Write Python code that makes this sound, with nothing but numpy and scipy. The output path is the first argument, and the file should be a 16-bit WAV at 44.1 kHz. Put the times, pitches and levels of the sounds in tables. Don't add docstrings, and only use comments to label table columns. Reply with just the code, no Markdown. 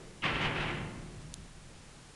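import sys
import numpy as np
from scipy import signal
from scipy.fft import rfft, irfft
from scipy.io import wavfile
from scipy.ndimage import uniform_filter1d

SR = 44100
rng = np.random.default_rng(int(sys.argv[2]) if len(sys.argv) > 2 else 0)


def output_pcm(signal):
    pcm = np.clip(np.atleast_2d(signal).T, -1, 1) * 32767
    wavfile.write(sys.argv[1], SR, np.round(pcm).astype(np.int16))


N = 94815


def undb(db):
    return 10 ** (np.asarray(db) / 20)


def level(x, db):
    return x * undb(db) / np.sqrt(np.mean(x ** 2) + 1e-30)


def clock():
    return np.arange(N) / SR


def along(hz, table, column=1):
    rows = np.array(table, float)
    return np.interp(np.log(np.maximum(hz, 1)), np.log(rows[:, 0]), rows[:, column])


def colour(x, table):
    hz = np.fft.rfftfreq(2 * N, 1 / SR)
    return irfft(rfft(x, 2 * N) * undb(along(hz, table)))[:N]


def fade(t60_s):
    return np.exp(-np.log(1000) * clock() / t60_s)


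def drive(force, response):
    return signal.fftconvolve(force, response)[:N]


def surges(rows):
    t, power = clock(), 0
    for at_s, db, rise_s, fall_s in rows:
        attack = np.clip((t - at_s) / rise_s, 0, 1)
        decay = np.exp(-np.maximum(t - at_s - rise_s, 0) / fall_s)
        power += (undb(db) * attack * decay) ** 2
    return np.sqrt(power)


def walk(rate_hz):
    hold = int(SR / rate_hz)
    steps = rng.standard_normal(64)
    return uniform_filter1d(steps[np.arange(N) // hold % len(steps)], hold)


def resonance(hz, width_hz):
    detune = (np.fft.rfftfreq(N, 1 / SR) - hz) / (width_hz / 2)
    return level(irfft(rfft(rng.standard_normal(N)) / (1 + detune ** 4), N), 0)


# (frequency [Hz], relative density [dB])
AIR_SPECTRUM = [(20, -3.5), (40, -6.5), (70, -8), (140, -8), (250, -14), (500, -18), (1000, -20),
                (2000, -23), (4000, -25.5), (7000, -27.5), (10200, -29), (11000, -44.5), (12400, -47)]


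def background():
    air = level(colour(rng.standard_normal(N), AIR_SPECTRUM), db=-53.5)
    swell_db = 0.65 * walk(rate_hz=2.84)
    whine = level(np.sin(2 * np.pi * 7100 * clock()), db=-76.5)
    return air * undb(swell_db) + whine


# (time [s], level [dB], rise [s], fall time constant [s])
SCUFF_SURGES = [(0.0, -50, 0.002, 0.21), (1.688, -55, 0.011, 0.037), (1.752, -60, 0.0042, 0.028)]
# (frequency [Hz], relative density [dB])
SCUFF_SPECTRUM = [(60, -10), (130, 1), (200, 5.5), (260, -3), (360, 2.5), (800, -15), (2500, -20),
                  (5000, -40)]


def scuffs():
    rub = level(colour(rng.standard_normal(N), SCUFF_SPECTRUM), 0)
    return rub * surges(SCUFF_SURGES)


# (time [s], level [dB], fall time constant [s])
SWAY_SURGES = [(0.04, -52.5, 0.075), (0.325, -39, 0.035), (0.44, -39, .04), (0.575, -41.5, 0.13),
               (0.785, -46, 0.056), (0.97, -49.5, 0.66)]


def sway(centre_hz=37.7, wander_hz=10, rise_s=0.017):
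    hz = centre_hz + wander_hz * walk(rate_hz=27.93)
    rumble = level(np.sin(2 * np.pi * np.cumsum(hz) / SR), 0)
    return rumble * surges([(at_s, db, rise_s, fall_s) for at_s, db, fall_s in SWAY_SURGES])


# (time [s], relative level [dB], rise [s], fall time constant [s])
LANDING_BLOWS = [(0.2205, -10, 0.003, .02), (0.227, -1.5, 0.014, 0.099), (0.275, -11, 0.0025, 0.025),
                 (0.322, -7.5, 0.029, 0.2), (0.399, -2.5, 0.018, 0.052), (0.436, -4, 0.017, 0.023),
                 (0.53, -8.5, 0.036, 0.098), (0.585, -6.5, 0.024, 0.087), (0.655, -12, 0.034, .06),
                 (0.745, -16.5, .01, 0.054)]


def landing():
    effort = surges(LANDING_BLOWS)
    force = chatter(effort)
    rattle = level(planks(force), db=-41.5) + level(sizzle(effort), db=-54.5)
    return rattle + level(after_ring(effort), db=-45) + deck_modes(force)


def chatter(effort, contacts_per_s=2500, scatter_db=3.5):
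    touches = rng.random(N) < contacts_per_s / SR
    sizes = undb(scatter_db * rng.standard_normal(N))
    signs = np.sign(rng.standard_normal(N))
    return touches * sizes * signs * effort


def dense_response(t60_s, window_samples=256):
    response = rng.standard_normal(N) * fade(t60_s)
    envelope = np.sqrt(np.maximum(uniform_filter1d(response ** 2, window_samples), 0))
    for _ in range(3):
        flat = irfft(np.exp(1j * np.angle(rfft(response))), N)
        flat_envelope = np.sqrt(np.abs(uniform_filter1d(flat ** 2, window_samples)) + 1e-14)
        response = flat * envelope / flat_envelope
    return response


# (frequency [Hz], relative density [dB])
PLANK_SPECTRUM = [(60, -17), (130, 2), (300, -3), (500, -2.5), (750, -2.5), (1100, -0.5), (2000, 0.5),
                  (3050, -2.5), (3500, -10.5), (4000, -14.5), (5500, -29), (8000, -43), (12000, -70)]


def planks(force):
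    return colour(drive(force, dense_response(t60_s=0.0419)), PLANK_SPECTRUM)


# (frequency [Hz], relative density [dB])
SIZZLE_SPECTRUM = [(2000, -13), (3100, 6), (4000, -6.5), (5500, -11), (7000, -20), (9000, -28),
                   (12000, -53)]


def sizzle(effort, exponent=1.6):
    return colour(rng.standard_normal(N) * effort ** exponent, SIZZLE_SPECTRUM)


# (frequency [Hz], relative gain [dB], t60 [s])
RING_SPECTRUM = [(60, -3, 1.8), (101, 4, 4.5), (183, 6.5, 2.56), (278, 2, 2.3), (585, -1, 1.54),
                 (1220, -4, 1.31), (2740, 0, 0.71), (3600, -13.5, .5), (4500, -19, .4)]


def after_ring(effort, build_cycles=8.1):
    hz, t = np.fft.rfftfreq(N, 1 / SR), clock()
    spectrum = rfft(rng.standard_normal(N)) * undb(along(hz, RING_SPECTRUM))
    edges_hz = np.geomspace(50, 4500, 14)
    ring = 0
    for low_hz, high_hz in zip(edges_hz, edges_hz[1:]):
        centre_hz = np.sqrt(low_hz * high_hz)
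        band = irfft(spectrum * (hz >= low_hz) * (hz < high_hz), N)
        build = 1 - np.exp(-t * centre_hz / build_cycles)
        decay = fade(along(centre_hz, RING_SPECTRUM, column=2))
        energy = drive(effort ** 2, (build * decay) ** 2)
        ring += band * np.sqrt(np.abs(energy))
    return ring


# (frequency [Hz], rms level [dB], t60 [s])
DECK_MODES = [(92.5, -58, 4.1), (116.14, -56.5, 2.2), (152.1, -50.5, 2.92), (172.6, -56.5, 3.4),
              (292, -57, 1.4), (351.1, -58, 2.17), (418, -61, 1.05), (559, -62, 0.72), (871, -56.5, 0.49),
              (1065, -59, 0.65), (1328, -60, 0.21), (1705, -58.5, 0.28), (2070, -59.5, 0.81),
              (3017, -64, 0.49)]


def deck_modes(force):
    t, hum = clock(), 0
    for hz, db, t60_s in DECK_MODES:
        response = np.sin(2 * np.pi * hz * t) * fade(t60_s)
        hum += level(drive(force, response), db)
    return hum


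# (time [s], level [dB], rise [s], fall time constant [s])
RASP_SURGES = [(0.2205, -40.5, 0.0033, 0.033), (0.42, -44, 0.03, 0.049)]


def rasps():
    return resonance(hz=2840, width_hz=560) * surges(RASP_SURGES)


# (time [s], level [dB], fall time constant [s])
STEP_SURGES = [(0.815, -40.5, 0.073), (1.2, -46.5, 0.11)]


def footfalls(rise_s=0.013):
    boom = resonance(hz=148, width_hz=32)
    return boom * surges([(at_s, db, rise_s, fall_s) for at_s, db, fall_s in STEP_SURGES])


# (frequency [Hz], relative level [dB], t60 [s])
TICK_RING = [(3450, -5, 0.0048), (3970, -4, 0.0044), (6100, -8, 0.0058), (6620, 0, 0.0036),
             (8550, -3.5, 0.0042), (9800, -4, 0.006)]


def tick(at_s=1.3405, gain_db=-24, rise_s=0.00038, highpass_hz=2600):
    age_s = np.maximum(clock() - at_s, 0)
    ring = 0
    for hz, db, t60_s in TICK_RING:
        decay = np.exp(-np.log(1000) * age_s / t60_s)
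        ring += undb(db) * np.sin(2 * np.pi * hz * age_s) * decay
    attack = np.minimum(age_s / rise_s, 1)
    highpass = signal.butter(3, highpass_hz, "high", fs=SR, output="sos")
    return undb(gain_db) * signal.sosfilt(highpass, ring * attack)


def scene():
    return (landing() + rasps() + footfalls() + sway() + scuffs() + tick() + background())[None]


def record(dry):
    cutoff_hz = 11700
    return signal.sosfilt(signal.ellip(8, .2, 70, cutoff_hz, fs=SR, output="sos"), dry)


dry = scene()
out = record(dry)
output_pcm(out)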